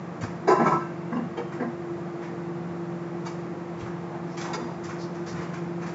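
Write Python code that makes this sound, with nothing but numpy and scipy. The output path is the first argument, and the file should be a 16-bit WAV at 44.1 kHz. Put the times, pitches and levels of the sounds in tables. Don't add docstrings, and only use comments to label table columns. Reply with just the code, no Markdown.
import sys
import numpy as np
from scipy import signal
from scipy.fft import rfft, irfft
from scipy.io import wavfile

SR = 44100
rng = np.random.default_rng(int(sys.argv[2]) if len(sys.argv) > 2 else 0)


def unload_audio(sound):
    columns = np.transpose(np.atleast_2d(sound))
    steps = np.round(np.clip(columns, -1, 1) * 32767)
    wavfile.write(sys.argv[1], SR, steps.astype(np.int16))


N = 261954

ROTOR_HZ, MAINS_HZ = 42.96, 50
CUTOFF_HZ = 7550
FAVOUR_OCTAVES = 0.062
SCUFF_T60_S, SCUFF_T60_PER_RISE = 0.22, 7
FOOTFALL_RISE_S, FOOTFALL_T60_S, WEIGHT_BELOW_HZ = 0.022, 0.27, 150

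# t/s, level/dB, hollowness/dB, steely edge/dB, hardness/dB,
# bounce delay/s, boost/dB, favoured f/Hz (two of these for the pot)
POT_KNOCKS = [(0.470, -20, 6.5, -1, 16.5, 0.016, 8.3, 372, 4990),
              (0.500, -22, 0.5, -3, 10.5, 0.011, 15, 1013, 381),
              (0.587, -22, 2, 2, 0, 0.018, 8.8, 822, 230.6), (0.630, -25, -5, -4, 3.5, 0.018, 12, 202, 610),
              (0.652, -15.5, -7.5, -5.5, 2.5, 0.014, 6.8, 1316, 2262),
              (0.698, -24.5, -11, -7, 1, 0.012, 11.8, 966, 1090),
              (0.714, -24.5, -5, -11, -0.5, 0.009, 14.7, 150, 1316),
              (0.785, -45, -23, 10.5, 3, 0.024, 11, 1550, 2702)]
SHELF_KNOCKS = [(1.116, -34, -11, -2.5, -2.5, 0.019, 10.5, 233),
                (1.155, -37.5, -1, 1, -13, 0.03, 12.5, 240), (1.592, -35.5, -3, 1, -1.5, 0.017, 4, 1600),
                (1.612, -37.5, -1.5, 5, -11, 0.02, 7, 683), (1.634, -46, -2, -3, -14, 0.02, 12.5, 246),
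                (4.560, -42, 4.5, -4, 6.5, 0.031, 7, 664), (4.605, -49, -5, -3.5, -19, 0.0095, 8, 340)]
TIN_KNOCKS = [(4.529, -34.5, -2.5, -7, 28.5, 0.012, 1, 3560)]
UTENSIL_KNOCKS = [(0.205, -45, -14.5, -4.5, 25.5, 0.021, 2, 2780),
                  (1.156, -49, -9, -1, 11, 0.017, 14, 2830), (1.367, -38.5, -7, 1, 5, 0.012, 9.5, 3140),
                  (1.382, -44, 2, -8, 1, 0.008, 6, 470), (3.256, -40, -13, -8, 17.5, 0.0089, 7, 4400)]
# f/Hz, level/dB, t60/s
POT_TONES = [(146.7, -10, 0.15), (201.7, -2, 0.11), (228.4, 0.5, 0.11), (344, 1, 0.13), (369.7, -5.5, 0.19),
             (451.4, -8.5, 0.15), (616, -11, 0.16), (686.5, -2, 0.12), (748, -1.5, 0.09), (820, -10, 0.27),
             (955, -20.5, 0.51), (980, -1.5, 0.13), (1006, -4.5, 0.095), (1039, -14, 0.34),
             (1082, -3, 0.08), (1156, -20.5, 0.45), (1230, -12, 0.17), (1313.6, -7.5, 0.21),
             (1555, -13.5, 0.31), (1610, -4.5, 0.13), (1693, -6.5, 0.13), (1747, -4.5, 0.05),
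             (1900, -17.5, 0.18), (2157, -14.5, 0.23), (2264, -11, 0.17), (2702, -24.5, 1),
             (2750, -17, 0.16), (3530, -10.5, 0.088), (3910, -6, 0.09), (4253, -12, 0.1), (4790, -8, 0.2),
             (4970, -8, 0.071), (5240, -19, .18), (5900, -12.5, 0.14), (6500, -4, 0.12),
             (6940, -11.5, 0.18), (7090, -6, 0.13)]
SHELF_TONES = [(238.2, 12, 0.075), (327, 0, 0.2), (490, 5, 0.17), (703, -3.5, 0.098), (1035, -4, 0.11),
               (1123, -6, 0.1), (1620, -7.5, 0.088), (1957, -3, 0.12)]
TIN_TONES = [(985, 0.5, 0.092), (1340, 2.5, 0.084), (2010, -5, 0.096), (2180, 3, 0.13), (2400, -6, 0.085),
             (2720, -5, 0.093), (3560, -0.5, 0.068), (3850, -2, 0.077), (4450, -5, 0.09), (4600, -4, .1),
             (4860, -1.5, 0.17), (4880, -1, .075), (5730, -11.5, .08), (6360, 1, .08), (6950, -2.5, 0.065)]
UTENSIL_TONES = [(470, 4.5, 0.066), (896, -2, 0.1), (1244, -4, 0.098), (1670, -10.5, 0.15),
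                 (2280, -1.5, 0.091), (2810, -4, 0.075), (3144, -5, 0.075), (3740, -4, 0.11),
                 (4600, -0.5, 0.11), (5320, -10.5, .14), (6230, -3, 0.11), (6580, -4, .11),
                 (7030, -1.5, 0.12)]
KNOCK_BANDS_HZ = [200, 390, 1150, 1750, 4500]
KNOCK_BANDS_DB = [3, 2, 4, -1, -24]
HARDNESS_SHARES = [-0.69, 0.04, -0.035, 0.22, 0.68]
# f/Hz, level/dB
CRACK_COLOUR = [(70, -55.5), (140, -12.5), (350, 12), (540, 0.5), (750, 1), (1100, -5), (1430, -12.5),
                (1650, -8.5), (2200, -10), (2500, -14.5), (2900, -15), (3300, -25.5), (4300, -12.5),
                (5000, -8), (7300, -16)]
# middle t/s, spread/s, centre f/Hz, width/Hz, level/dB
SLIDES = [(2.254, 0.042, 1790, 1100, -51), (3.82, 0.048, 2200, 3000, -56.5), (4.15, 0.043, 694, 504, -39.5),
          (4.335, 0.053, 5000, 3000, -58.5), (4.462, 0.016, 1650, 1100, -45.5),
          (4.53, 0.086, 796, 590, -37.5), (4.69, 0.053, 676, 500, -43), (5.025, 0.034, 4780, 2420, -48),
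          (5.298, 0.022, 5200, 1800, -49.5)]
# t/s, rise/s, level/dB, hiss compared with the rub/dB
SCUFFS = [(0.208, 0.016, -41, -17), (1.511, 0.021, -42, -17), (2.205, 0.032, -45.5, -13.5),
          (3.247, 0.015, -46.5, -1), (3.851, 0.018, -41.5, -21), (4.366, 0.013, -40.5, -4),
          (4.399, 0.021, -42, -0.5), (4.439, 0.0082, -41.5, -12.5), (4.829, 0.017, -52, 4.5),
          (4.882, 0.021, -38, -16), (5.138, 0.015, -49.5, -6), (5.258, 0.011, -48, 4.5),
          (5.335, 0.046, -40.5, -15.5), (5.408, 0.016, -43, -9.5), (5.521, 0.024, -39, -14.5),
          (5.803, 0.025, -40.5, -15), (5.856, 0.014, -43, -5.5)]
SCUFF_BANDS_HZ = [90, 1000, 5000]
# f/Hz, level/dB
RUB_COLOUR = [(30, -18.5), (60, -2.5), (110, 12.5), (250, 2.5), (600, -13), (1000, 1), (2000, 0),
              (3000, -10), (4100, -10.5), (5000, -7.5), (6200, -7), (7300, -11)]
# t/s, level/dB, extra deep bass/dB
FOOTFALLS = [(0.218, -30, 0), (0.699, -43.5, 2), (3.785, -36, 7), (3.861, -44, 4), (4.835, -36, 2.5),
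             (5.312, -36, -5), (5.359, -40, 1)]
# f/Hz, level/dB
SOLE_COLOUR = [(40, -6.5), (65, -0.5), (100, -3.5), (220, -3), (1000, -9), (5000, -20)]
# f/Hz, t60/s
KITCHEN_T60 = [(80, 0.19), (250, 0.24), (1000, 0.35), (3000, 0.81), (7000, 0.72)]
# t/s, level/dB
BLADE_LEVEL = [(0, -41.5), (1.0, -38.5), (1.83, -45), (2.6, -38), (4.7, -40.5), (5.9, -37)]
OCTAVE_LEVEL = [(0, -38), (0.23, -57.5), (0.5, -33.5), (1.3, -43), (1.95, -36), (2.25, -40), (3.3, -37.5),
                (3.65, -40), (5.3, -38.5), (5.9, -40)]
# multiple of the turning speed, level/dB
WEAK_FAN_TONES = [(3, -54.5), (7, -52.5), (12, -60.5)]
# f/Hz, level/dB
AIR_COLOUR = [(35, -28.5), (60, -30.5), (85, -8), (112, -12), (135, 2), (200, 2.5), (265, -6), (400, -5.5),
              (800, -6.5), (1250, -15), (2000, -18), (3100, -30.5), (5000, -34), (7400, -36.5)]
# f/Hz, width/Hz, level/dB
AIR_PEAKS = [(182, 20, -6.5), (239, 20, -5), (341.6, 24.4, 8.5), (460, 17, 1), (685, 31, -3.5),
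             (1178, 270, -1.5)]
# multiple of the mains frequency, level/dB
MAINS_TONES = [(2, -57), (3, -46), (6, -75.5), (10, -61.5)]


def knocks(hits, tones, ring_db, buzz_db, crack_db, rise_s, rattle_t60, sharpness=19.8, hold_s=0.019):
    out, t = np.zeros(N), np.arange(SR // 2) / SR
    rattle = decay(t - hold_s, rattle_t60)
    for start_s, bands_db, boost_db, favoured_hz in hits:
        colour = list(zip(KNOCK_BANDS_HZ, bands_db))
        sound = from_db(crack_db) * noise(len(t), CRACK_COLOUR, colour, overtones()) * rattle
        tremble = rng.standard_normal(len(t))
        for hz, db, t60 in tones:
            pitch_hz, tone_db = hz * rng.normal(1, .003), rng.normal(db, 1.2)
            closeness = np.exp(-(np.log2(hz / favoured_hz) / FAVOUR_OCTAVES) ** 2).max()
            gain = from_db(tone_db + boost_db * closeness + at_hz(colour, hz))
            ring = decay(t, t60) * np.sin(2 * np.pi * (pitch_hz * t + rng.random()))
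            buzz = noise_band(tremble, hz, hz / sharpness) * rattle
            sound += gain * (from_db(ring_db) * ring + from_db(buzz_db) * buzz)
        add(out, start_s, sound * swell(t, rise_s))
    return out


def bounces(blows, loss_db, softening_db):
    for start_s, level_db, hollowness, edge, hardness, delay_s, boost_db, *favoured_hz in blows:
        for bounce in (0, 1):
            colour_db = np.add(KNOCK_BANDS_DB, np.multiply(HARDNESS_SHARES, hardness - bounce * softening_db))
            colour_db[1] += hollowness
            colour_db[3] += edge
            bands_db = level_db - bounce * loss_db + colour_db
            yield start_s + bounce * delay_s, bands_db, boost_db, np.array(favoured_hz)


def overtones(ripple_db=7.5, count=90):
    hz = np.linspace(1500, CUTOFF_HZ, count)
    return np.column_stack([hz, ripple_db * rng.standard_normal(count) * (hz > hz[0])])


def slides():
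    out, t = np.zeros(N), np.arange(N) / SR
    for middle_s, spread_s, centre_hz, width_hz, db in SLIDES:
        rub = noise_band(rng.standard_normal(N), centre_hz, width_hz)
        out += from_db(db) * rub * np.exp(-((t - middle_s) / spread_s) ** 2)
    return out


def scuffs(bass_db=-24.0):
    out = np.zeros(N)
    for start_s, rise_s, db, hiss_db in SCUFFS:
        colour = list(zip(SCUFF_BANDS_HZ, (bass_db, 0, hiss_db)))
        t60 = SCUFF_T60_S + SCUFF_T60_PER_RISE * rise_s
        add(out, start_s, from_db(db) * rubbing(colour, rise_s, t60))
    return out


def footfalls():
    out = np.zeros(N)
    for start_s, db, weight_db in FOOTFALLS:
        colour = [(hz, level + weight_db * (hz < WEIGHT_BELOW_HZ)) for hz, level in SOLE_COLOUR]
        add(out, start_s, from_db(db) * rubbing(colour, FOOTFALL_RISE_S, FOOTFALL_T60_S))
    return out


def rubbing(colour, rise_s, t60):
    t = np.arange(SR // 2) / SR
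    rub = noise(len(t), RUB_COLOUR, colour, overtones(ripple_db=3.0))
    return rub * swell(t, rise_s) * decay(t - rise_s, t60)


def kitchen_echo(sound, echo_db=-8.0, first_echo_s=0.0011):
    t, tail = np.arange(SR) / SR, 0
    for low_hz in 40 * 2 ** np.arange(8):
        octave_filter = signal.butter(2, [low_hz, 2 * low_hz], "band", fs=SR, output="sos")
        band = signal.sosfilt(octave_filter, rng.standard_normal(SR))
        fade = decay(t, at_hz(KITCHEN_T60, low_hz * np.sqrt(2))) * np.minimum(t / first_echo_s, 1)
        tail = tail + band * fade / np.linalg.norm(fade)
    return sound + from_db(echo_db) * signal.fftconvolve(sound, tail)[:N]


def fan_drone():
    blade = gain_curve(BLADE_LEVEL) * hum(ROTOR_HZ, [(4, 0)], waver_db=.6, wander_hz=.025)
    octave = gain_curve(OCTAVE_LEVEL) * hum(ROTOR_HZ, [(8, 0)], waver_db=.9, wander_hz=.025)
    return blade + octave + hum(ROTOR_HZ, WEAK_FAN_TONES, waver_db=2.0, wander_hz=0.018)


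def fan_air(start_db=-38, rise_db_per_s=0.1536):
    rush = noise(N, AIR_COLOUR)
    ringing = sum(from_db(db) * resonance(rush, hz, width_hz) for hz, width_hz, db in AIR_PEAKS)
    return rms_one(rush + ringing) * from_db(start_db + rise_db_per_s * np.arange(N) / SR)


def hum(base_hz, tones, waver_db, wander_hz):
    angle = 2 * np.pi * np.cumsum(base_hz + wander_hz * drift(0.48)) / SR
    out = np.zeros(N)
    for multiple, db in tones:
        gain = from_db(db + waver_db * drift(8.8))
        out += gain * np.sin(multiple * angle + 2 * np.pi * rng.random())
    return np.sqrt(2) * out


def noise(size, *colours):
    hz = np.arange(size // 2 + 1) * SR / size
    gain = from_db(sum(at_hz(points, hz) for points in colours))
    return irfft(rfft(rng.standard_normal(size)) * gain, size) * np.sqrt(SR / 2000)


def noise_band(hiss, hz, width_hz):
    return rms_one(resonance(resonance(hiss, hz, width_hz), hz, width_hz))


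def resonance(x, hz, width_hz):
    r = np.exp(-np.pi * width_hz / SR)
    feedback = [1, -2 * r * np.cos(2 * np.pi * hz / SR), r * r]
    return signal.lfilter(np.array([1, 0, -1]) * (1 - r * r) / 2, feedback, x)


def drift(rate_hz, step=40, warm_up=2000):
    r = np.exp(-2 * np.pi * step * rate_hz / SR)
    jitter = rng.standard_normal(N // step + warm_up + 2)
    slow = signal.lfilter([1], [1, -2 * r, r * r], jitter)[warm_up:]
    return np.interp(np.arange(N) / step, np.arange(len(slow)), rms_one(slow))


def swell(t, rise_s):
    return np.sin(np.pi / 2 * np.minimum(t / rise_s, 1)) ** 2


def decay(t, t60):
    return np.exp(-np.log(1000) * np.maximum(t, 0) / t60)


def gain_curve(points):
    return from_db(np.interp(np.arange(N) / SR, *np.transpose(points)))


def at_hz(points, hz):
    freqs, values = np.transpose(points)
    return np.interp(np.log(hz + 1e-3), np.log(freqs), values)


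def from_db(db):
    return 10 ** (np.asarray(db) / 20)


def rms_one(x):
    return x / np.sqrt(np.mean(x ** 2) + 1e-20)


def add(track, start_s, sound):
    start = int(start_s * SR)
    track[start:start + len(sound)] += sound[:N - start]


def scene():
    mains = hum(MAINS_HZ, MAINS_TONES, waver_db=-1.5, wander_hz=0.0085)
    pot = knocks(bounces(POT_KNOCKS, loss_db=5.5, softening_db=-2.5), POT_TONES,
                 ring_db=-1.0, buzz_db=-18.5, crack_db=-11.0, rise_s=0.019, rattle_t60=0.3)
    shelf = knocks(bounces(SHELF_KNOCKS, loss_db=7.0, softening_db=-6.0), SHELF_TONES,
                   ring_db=-1.5, buzz_db=-7.5, crack_db=-2.0, rise_s=0.016, rattle_t60=0.11)
    tin = knocks(bounces(TIN_KNOCKS, loss_db=6.5, softening_db=3.0), TIN_TONES,
                 ring_db=-0.5, buzz_db=-8.0, crack_db=-2.5, rise_s=0.0087, rattle_t60=0.058)
    utensil = knocks(bounces(UTENSIL_KNOCKS, loss_db=5.0, softening_db=10.0), UTENSIL_TONES,
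                     ring_db=7.5, buzz_db=-8.0, crack_db=-0.5, rise_s=0.014, rattle_t60=0.15)
    shuffling = (scuffs() + footfalls()) * from_db(-drift(rate_hz=19.0))
    handling = pot + shelf + tin + utensil + shuffling + slides()
    return (fan_drone() + fan_air() + mains + kitchen_echo(handling))[None]


def record(dry, ceiling=0.93):
    thin = signal.sosfilt(signal.butter(2, 45, "high", fs=SR, output="sos"), dry)
    rounded = ceiling * np.tanh(thin / ceiling)
    return signal.sosfilt(signal.ellip(10, .2, 48, CUTOFF_HZ, fs=SR, output="sos"), rounded)


dry = scene()
out = record(dry)
unload_audio(out)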